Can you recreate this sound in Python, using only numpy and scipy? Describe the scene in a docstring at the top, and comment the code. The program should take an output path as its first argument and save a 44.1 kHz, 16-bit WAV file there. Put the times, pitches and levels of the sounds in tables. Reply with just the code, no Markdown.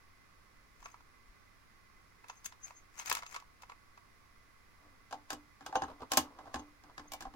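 """Loading a cassette into a tape deck

A plastic cassette is turned over in the hand, then pushed into a tape deck in a small, quiet room.
Its loose reels rattle and give thin squeaks. The shell scrapes along the guides, knocks on the
carriage (the holder it slides into), which rings, and plucks a spring as it snaps home.
Under it all lie a soft rumble, a faint mains hum and hiss."""
import sys
import numpy as np
from scipy import signal
from scipy.fft import rfft, irfft
from scipy.io import wavfile

SR = 44100
rng = np.random.default_rng(int(sys.argv[2]) if len(sys.argv) > 2 else 0)


def generate_wav(signal):
    """Clip the signal to [-1, 1] and save it as 16-bit WAV at the path in sys.argv[1]."""
    frames = np.transpose(np.atleast_2d(signal))
    scaled = np.clip(frames, -1, 1) * 32767
    pcm = np.round(scaled).astype(np.int16)
    wavfile.write(sys.argv[1], SR, pcm)


N = 324135
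T = np.arange(N) / SR
AGE = T[:SR // 2]  # seconds since a blow; each blow gets half a second
# A "mode" is one tone an object rings at; "t60" is the time a sound takes to fade by 60 dB.
# Softness runs from 0 (bare plastic edge) to 1 (cushioned by a finger).

# the shell hitting the carriage: (time [s], level [dB], ring centre [Hz], softness [0-1],
# boom level [dB], second blow compared with the first [dB])
KNOCK_EVENTS = [(5.11, -52.5, 1000, .45, -73, -24), (5.126, -39.5, 900, 0.66, -66, -12.5),
                (5.304, -37.5, 1310, 0.34, -60, -11), (5.33, -44.5, 1080, 0.25, -47.5, -22),
                (5.608, -51.5, 1180, 0.76, -63.5, -6.5), (5.663, -42, 1030, 0.46, -66, -16),
                (5.726, -41, 864, .97, -74, -33), (5.755, -25.5, 780, 0.86, -52, -24),
                (5.82, -31.5, 1040, 0.9, -48, -9), (6.005, -53.5, 790, 0.76, -63.5, -3.5),
                (6.118, -31.5, 910, 0.23, -51.5, -4), (6.172, -25, 974, 0.07, -37, -18),
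                (6.388, -47.5, 1040, 0.89, -72, -18.5), (6.456, -52.5, 890, 0.96, -74.5, -0.5),
                (6.542, -36, 1006, 0.6, -48.5, -5.5), (6.594, -49, 820, 0.65, -54.5, -25),
                (6.837, -59.5, 1145, .45, -69.5, -15), (6.979, -43, 1370, 0.67, -59, -5.5),
                (7.119, -47, 840, 0.16, -68, 1), (7.207, -47.5, 1120, 0.31, -60.5, -2),
                (7.252, -44.5, 940, .97, -59, -9), (7.338, -53.5, 965, 0.78, -57.5, -12)]
# the hand turning the cassette: (time [s], level [dB], half length [s])
HAND_TURNS = [(0.868, -64, .07), (2.368, -72.5, 0.16), (2.675, -60, 0.05), (2.996, -49, 0.036),
              (3.089, -45, 0.032), (3.181, -47.5, 0.022), (3.33, -56, 0.04)]
# tone colour of hard plastic contact: (frequency [Hz], level [dB])
CRACK_COLOUR = [(300, -3), (900, -12.5), (1800, -1), (2600, 5), (3500, 5), (5500, 3), (6800, 2.5),
                (8600, -10.5), (11000, -7.5), (13000, -9.5), (15500, -12)]


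def knocks():
    """The shell hits the carriage, which rings; the deck's frame booms on for longer."""
    # carriage modes with the cassette on it: (frequency [Hz], level [dB], t60 [times the blow's])
    carriage_modes = [(390.5, -7, 1.6), (519, -4.5, 2.2), (614, -2, 1.3), (653, -10.5, 1.9), (702, 1, 1.25),
                      (786, 2, 1.5), (797.5, 0, 1), (871, -3.5, 1.97), (973, -4.5, 0.83),
                      (1043, -0.5, 1.17), (1106, 0, 1.1), (1214, -5, 0.98), (1291, -6.5, 1.2),
                      (1410, -5, 0.89), (1567, 9, 0.46), (1681, 7, 0.45), (1908, -13.5, 3.2),
                      (2137, -20, 0.53)]
    t60 = 0.056
    out = np.zeros((2, N))
    for s, ring_db, ring_hz, softness, boom_db in landings():
        crack_db, snap_db = contact_levels(ring_db, softness)
        body = ring(carriage_modes, t60, ring_hz, octaves=0.62, scatter_db=3, apart_hz=2800)
        body = keep_band(body, "high", 330, order=2)
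        click = crack(crack_db, snap_db, t60, tail_db=-9.5, tail_t60=0.098, modes_db=-11)
        add(out, s, onset_level(body, ring_db) * pan(-1) + click * pan(0.53))
        add(out, s, onset_level(boom(), boom_db, span_s=0.0091) * pan(1.5))
        add(out, s - AGE[-1], lead_in(ring_db, crack_db, t60=0.05, body_db=-15.5, bright_db=-17.5))
    return out


def landings():
    """Each knock is two blows: one edge lands, then the shell settles and leans harder on the frame."""
    settle_s, lean_db = 0.016, 7
    for s, db, hz, softness, boom_db, settle_db in KNOCK_EVENTS:
        yield s, db, hz, softness, boom_db
        yield s + settle_s, db + settle_db, hz, softness, boom_db + settle_db + lean_db


def boom():
    """The deck's frame: a few low panel tones over a dull thud."""
    # modes of the frame: (frequency [Hz], level [dB], t60 [s])
    frame_modes = [(76.5, -12.5, .12), (145.8, -11.5, 0.09), (160, -18.5, 0.12), (252, -5.5, 0.13),
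                   (295.5, -7, 0.4), (330, -13, 0.12), (377, -16, 0.11)]
    # tone colour of the thud: (frequency [Hz], level [dB])
    thud_colour = [(40, -9), (75, 4), (110, -13), (150, -16), (200, -13.5), (290, 10.5), (380, -6),
                   (490, -6.5), (650, -17), (1000, -43), (3000, -62.5)]
    panels = ring(frame_modes, 1, 310, octaves=1.4, scatter_db=5.5, apart_hz=6000)
    thud = shape(stereo_noise(len(AGE), 2500), spectrum(thud_colour, len(AGE))) * fade(0.18)
    both = onset_level(panels, 0, span_s=0.04) + onset_level(thud, -2.6, span_s=0.012)
    return both * (1 - fade(0.0083))


def rattles():
    """Loose reels and fingers click against the hand-held shell; softer blows ring lower."""
    # blows on the shell: (time [s], level [dB], softness [0-1])
    blows = [(0.827, -52.5, 0.74), (0.857, -43.5, 0.8), (0.942, -49, 1), (1.006, -59, .85), (2.242, -52, 1),
             (2.284, -58.5, 0.17), (2.298, -41.5, 0.75), (2.445, -55.5, 0.1), (2.459, -46, 0.02),
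             (2.523, -52.5, 0.64), (2.706, -50.5, 0.97), (2.997, -45.5, 0.32), (3.059, -46.5, 0.15),
             (3.098, -38.5, 0.05), (3.114, -28, 0.61), (3.126, -38, 0.05), (3.151, -38.5, 0.18),
             (3.169, -37.5, 0.68), (3.223, -46, 0.72), (3.232, -46, 0.66), (3.264, -49, 0.42),
             (3.344, -47, 0.36), (3.349, -44.5, 0.7), (3.362, -38.5, 0.63), (3.4, -59, 0.3),
             (3.423, -55, .9), (3.621, -56, 0.31), (3.633, -49, 0.85), (3.697, -46.5, 0.78),
             (3.719, -47.5, 1), (3.976, -53.5, .85)]
    # modes of the shell: (frequency [Hz], level [dB], t60 [times the blow's])
    shell_modes = [(534, -3, 0.65), (694, -4.5, 1.4), (843, -15, 1.3), (967, 10, 0.37), (1050, -14.5, 2.33),
                   (1128, -4, 1.1), (1296, 0, 0.68), (1367, -1, 0.48), (1674, 2, 0.41), (1850, -3.5, 0.56),
                   (2190, 10, 0.45), (2580, 10, 0.49)]
    t60, bare_hz, cushion_octaves = 0.044, 1563, 0.57
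    out = np.zeros((2, N))
    for s, ring_db, softness in blows + stray_ticks(per_turn=2):
        ring_hz = bare_hz * 2 ** (-cushion_octaves * softness)
        crack_db, snap_db = contact_levels(ring_db, softness)
        body = ring(shell_modes, t60, ring_hz, octaves=0.57, scatter_db=3, apart_hz=2200)
        body = keep_band(body, "high", 400)  # the shell is too small to give off bass
        click = crack(crack_db, snap_db, t60, tail_db=-7, tail_t60=0.058, modes_db=-17)
        add(out, s, onset_level(body, ring_db) * pan(-1.6) + click * pan(4.4))
        add(out, s - AGE[-1], lead_in(ring_db, crack_db, t60=0.032, body_db=-9, bright_db=-8))
    return out


def stray_ticks(per_turn):
    """Each turn shakes small ticks out of the reels: (time [s], level [dB], softness [0-1])."""
    offset_db, spread_db, softness = -0.5, 3, 0.51
    return [(s + half_length * when, db + offset_db + spread_db * strength, softness)
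            for s, db, half_length in HAND_TURNS
            for when, strength in rng.uniform(-1, 1, (per_turn, 2))]


def contact_levels(ring_db, softness):
    """Cushioning takes away a blow's snap (above 8 kHz) first, then its crack (below 8 kHz)."""
    crack_db = ring_db + 1.5 - 18 * softness ** 2
    snap_db = ring_db + 6.5 - 42 * softness
    return crack_db, snap_db


def crack(crack_db, snap_db, t60, tail_db, tail_t60, modes_db):
    """Hard contact: a burst of chatter leaves the plastic ringing; the highest part dies first."""
    # high modes of hard plastic: (frequency [Hz], level [dB], t60 [times the blow's])
    plastic_modes = [(2570, -8, 0.69), (2935, 7.5, 2.1), (3366, 5, 0.97), (3820, -7.5, 1.1),
                     (4990, 10, 0.69), (4850, 5.5, 0.76), (5840, -11.5, 1), (6380, -23.5, 2.8),
                     (6670, -4.5, 1.1), (7500, -0.5, 0.85), (7650, -10.5, 1.3), (7900, -7, 1.3),
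                     (8600, -5.5, 1.9), (10630, -12.5, 3.1), (11350, -3, 0.75), (12000, -4.5, 0.89),
                     (14100, -9, 0.73), (14700, -21.5, .7)]
    chatter = shape(stereo_noise(len(AGE), 1060), spectrum(CRACK_COLOUR, len(AGE)))
    chatter *= fade(t60 * 0.42) + undb(tail_db) * fade(tail_t60)
    ringing = ring(plastic_modes, t60, 6000, octaves=2.9, scatter_db=3.5, apart_hz=2480)
    sound = onset_level(chatter, 0) + onset_level(ringing, modes_db)
    low = keep_band(sound, "low", 8000)
    high = keep_band(sound, "high", 8000) * fade(0.45)
    return onset_level(low, crack_db) + onset_level(high, snap_db) * pan(1.9)


def lead_in(ring_db, crack_db, t60, body_db, bright_db):
    """A short swell of noise that rises into each blow and softens its attack."""
    size = len(AGE)
    body = shape(stereo_noise(size, 2000), peak(1020, 520, size))
    bright = shape(stereo_noise(size, 1300), spectrum(CRACK_COLOUR, size))
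    return (undb(ring_db + body_db) * body + undb(crack_db + bright_db) * bright) * fade(t60)[::-1]


def ring(modes, t60_scale, centre_hz, octaves, scatter_db, apart_hz):
    """A struck object rings: modes near centre_hz are favoured, and each blow lands on a new spot."""
    out = np.zeros((2, len(AGE)))
    for (hz, db, t60), luck in zip(modes, rng.standard_normal((len(modes), 5))):
        gain = undb(db + scatter_db * luck[0]) / (1 + (np.log2(hz / centre_hz) / octaves) ** 2)
        # modes start roughly together; high ones reach left and right out of step
        phase = 1.09 * luck[1] + hz / apart_hz * luck[2:4, None]
        hz = hz * (1 + .007 * luck[4])  # the changing grip shifts the pitch a little
        out += gain * fade(t60 * t60_scale) * np.sin(2 * np.pi * hz * AGE + phase)
    return out * (1 - fade(0.0063))


def squeaks():
    """The reel hubs stick and slip as they turn, singing one high, wavering note."""
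    # hub squeaks: (time [s], level [dB], half length [s])
    hub_slips = [(0.853, -56, 0.011), (0.92, -62.5, 0.0052), (2.302, -57, .01), (2.377, -65.5, 0.018),
                 (2.459, -44, 0.0083), (2.647, -46.5, .015), (2.775, -59.5, 0.021), (2.994, -44.5, .009),
                 (3.07, -46, 0.0072), (3.283, -61, 0.023), (5.767, -47, 0.0076), (5.839, -50, 0.0031),
                 (6.597, -60, 0.013), (7.083, -60.5, 0.0054)]
    pitch_hz, waver_hz = 6360, 42
    phase = 2 * np.pi * np.cumsum(pitch_hz + waver_hz * wobble(150)) / SR
    note = np.sqrt(2) * np.sin(phase) + 0.56 * narrow_noise(6460, 650)
    return swells(hub_slips) * note * pan(6.1)


def pings():
    """The shell plucks the steel spring that holds it, and the spring rings thinly."""
    # plucks: (time [s], level [dB])
    plucks = [(7.119, -52), (7.137, -55)]
    # modes of the spring: (frequency [Hz], level [dB], t60 [s])
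    spring_modes = [(2290, -8.5, 0.19), (3610, -16, 0.15), (5700, -7, 0.047), (9400, -7, 0.073),
                    (12150, -5, 0.066)]
    out = np.zeros((2, N))
    for s, db in plucks:
        spring = ring(spring_modes, 1, 5000, octaves=4, scatter_db=2, apart_hz=3000)
        add(out, s, onset_level(spring, db))
    return out


def sliding():
    """The shell scrapes along the guides when pushed, and skids on briefly after each knock."""
    # pushes: (time [s], level [dB], half length [s])
    pushes = [(4.86, -68.5, 0.15), (5.7, -51, 0.015), (5.91, -47, 0.02), (6.027, -47, 0.022),
              (6.44, -59.5, 0.16), (6.895, -60, 0.038), (7.06, -59.5, 0.017)]
    # tone colour of the scrape: (frequency [Hz], level [dB])
    colour = [(100, -4.5), (220, -5), (290, 8.5), (380, -2.5), (500, 2), (800, 1.5), (1150, 3),
              (1900, -20.5), (4000, -21), (7000, -33.5), (15000, -42.5)]
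    skids = np.zeros((1, N))
    for s, db, *_ in KNOCK_EVENTS:
        add(skids, s, undb(db - 17) * fade(t60=0.34)[None])
    return friction(swells(pushes) + skids[0], colour, rough_db=4, slip_hz=110.4, alike_hz=2800)


def rubbing():
    """Fingers and reels rub on the shell as it is turned."""
    # tone colour of the rubbing: (frequency [Hz], level [dB])
    colour = [(150, -43), (300, -7), (520, -8.5), (750, 1.5), (1300, 1), (2400, 2), (3500, -14),
              (6500, -2.5), (9000, -14), (15000, -16)]
    return friction(swells(HAND_TURNS), colour, rough_db=5, slip_hz=250, alike_hz=1500) * pan(5.8)


def rumble():
    """A hand-held microphone rumbles as it is moved."""
    # hand movements: (time [s], level [dB], half length [s])
    sways = [(0.82, -62.5, 0.096), (1.35, -66, .18), (7.22, -60.5, 0.18)]
    # tone colour of the rumble: (frequency [Hz], level [dB])
    colour = [(15, -1), (30, 3), (55, -9), (110, -19), (250, -29.5), (1000, -58), (15000, -90)]
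    return friction(swells(sways), colour, rough_db=4.5, slip_hz=10, alike_hz=60.5)


def friction(level, colour, rough_db, slip_hz, alike_hz):
    """Surfaces catch and slip, making noise in uneven spurts."""
    spurts = undb(rough_db * wobble(slip_hz))
    return level * shape(stereo_noise(N, alike_hz) * spurts, spectrum(colour, N))


def room(x, t60, echo_db, dull_hz):
    """A small furnished room adds a short, dull wash of echoes."""
    size = len(AGE)
    tail = shape(stereo_noise(size, 785), 1 / np.hypot(1, freqs(size) / dull_hz))
    tail *= fade(t60) * (1 - fade(0.013))
    tail /= np.sqrt(np.sum(tail ** 2) / 2)
    return x + undb(echo_db) * signal.fftconvolve(x, tail, axes=1)[:, :N]


def background():
    """Steady hiss with a deep rumble in it, a few faint whines and the mains hum."""
    # tone colour of the hiss: (frequency [Hz], level [dB])
    hiss_colour = [(20, 14.5), (40, 11), (70, 7), (110, -0.5), (160, 0), (300, -2), (600, -8), (850, -7),
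                   (1100, -7), (1400, -5.5), (2200, -5.5), (3000, -15), (5200, -13.5), (8500, -23.5),
                   (10000, -23.5), (10600, -16), (11500, -25.5), (13500, -25.5), (15500, -24.5)]
    # which side the hiss leans to: (frequency [Hz], left minus right [dB])
    hiss_balance = [(60, 0), (110, -5), (200, 3), (380, -1.5), (700, 1), (1290, -11.5), (2380, -1.5),
                    (4400, 0.5), (8120, 2), (15000, 7)]
    # faint whines: (frequency [Hz], width [Hz], left level [dB], right level [dB])
    whine_bands = [(1119, 160, -88, -69.5), (2031, 54, -85, -72.5), (2450, 55, -87, -87.5)]
    hum_hz, hum_db, hiss_db = 100.4, -77.5, -63.5
    lean = np.sqrt(spectrum(hiss_balance, N))
    hiss = shape(stereo_noise(N, 63), spectrum(hiss_colour, N) * np.array([lean, 1 / lean]))
    whines = sum(undb([[left], [right]]) * narrow_noise(hz, width)
                 for hz, width, left, right in whine_bands)
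    hum = np.sqrt(2) * np.sin(2 * np.pi * hum_hz * T)
    return undb(hiss_db) * hiss + whines + undb(hum_db) * hum


def undb(db):
    """Turn decibels into a gain to multiply by."""
    return 10 ** (np.asarray(db) / 20)


def onset_level(x, db, span_s=0.0027):
    """Scale a blow so that its first moments have the given average (rms) level."""
    weight = np.exp(-(AGE / span_s) ** 2)
    return x * undb(db) / np.sqrt(np.mean(x ** 2 @ weight) / weight.sum())


def fade(t60):
    """A decay that loses 60 dB in t60 seconds."""
    return np.exp(-np.log(1000) * AGE / max(t60, 1e-3))


def swells(rows):
    """The loudness of smooth movements: each rises to its peak and falls the same way."""
    return sum(undb(db) * np.exp(1 - np.hypot(1, 2 * (T - s) / half_length))
               for s, db, half_length in rows)


def freqs(size):
    """The frequencies in a sound this many samples long."""
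    return np.maximum(np.fft.rfftfreq(size, 1 / SR), 1)


def spectrum(points, size):
    """A curve of gains that joins (frequency [Hz], level [dB]) points."""
    hz, db = np.transpose(points)
    return undb(np.interp(np.log(freqs(size)), np.log(hz), db))


def peak(hz, width_hz, size):
    """A curve of gains with one hump around hz."""
    return 1 / (1 + ((freqs(size) - hz) / width_hz * 2) ** 2)


def shape(x, gain):
    """Colour a sound with a curve of gains, then set its average (rms) level to 1."""
    coloured = irfft(rfft(x) * gain, x.shape[-1])
    return coloured / np.sqrt(np.mean(coloured ** 2))


def keep_band(x, side, hz, order=4):
    """Keep the part of a sound on the "low" or "high" side of hz."""
    return signal.sosfilt(signal.butter(order, hz, side, fs=SR, output="sos"), x)


def narrow_noise(hz, width_hz):
    """Noise gathered around one pitch."""
    return shape(rng.standard_normal(N), peak(hz, width_hz, N))


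def wobble(hz):
    """A random wander, mostly slower than hz."""
    return narrow_noise(0, 2 * hz)


def stereo_noise(size, alike_hz):
    """Left and right noise, alike below alike_hz and unrelated above."""
    mid, side = rng.standard_normal((2, size))
    side = irfft(rfft(side) / np.hypot(1, alike_hz / freqs(size)), size)
    return np.array([mid + side, mid - side])


def pan(db):
    """Gains that make the left side db louder than the right."""
    return undb(np.array([[db], [-db]]) / 2)


def from_left(x, lag_s):
    """A sound from the left reaches the right side a moment later."""
    return np.array([x[0], np.interp(T - lag_s, T, x[1])])


def add(out, s, x):
    """Mix x into out, starting at s seconds."""
    i = int(s * SR)
    out[:, i:i + x.shape[1]] += x[:, :max(N - i, 0)]


def scene():
    """The cassette in the hand, then in the deck, in a quiet room."""
    hand = rattles() + squeaks() + rubbing()
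    deck = knocks() + pings() + sliding()
    direct = from_left(hand, 9 / SR) + from_left(deck, 5 / SR)
    return rumble() + room(direct, t60=0.14, echo_db=-13, dull_hz=5000) + background()


def record(dry):
    """Cut away the very highest treble."""
    top_hz = 16000
    return signal.sosfilt(signal.ellip(10, .2, 80, top_hz, fs=SR, output="sos"), dry)


dry = scene()
out = record(dry)
generate_wav(out)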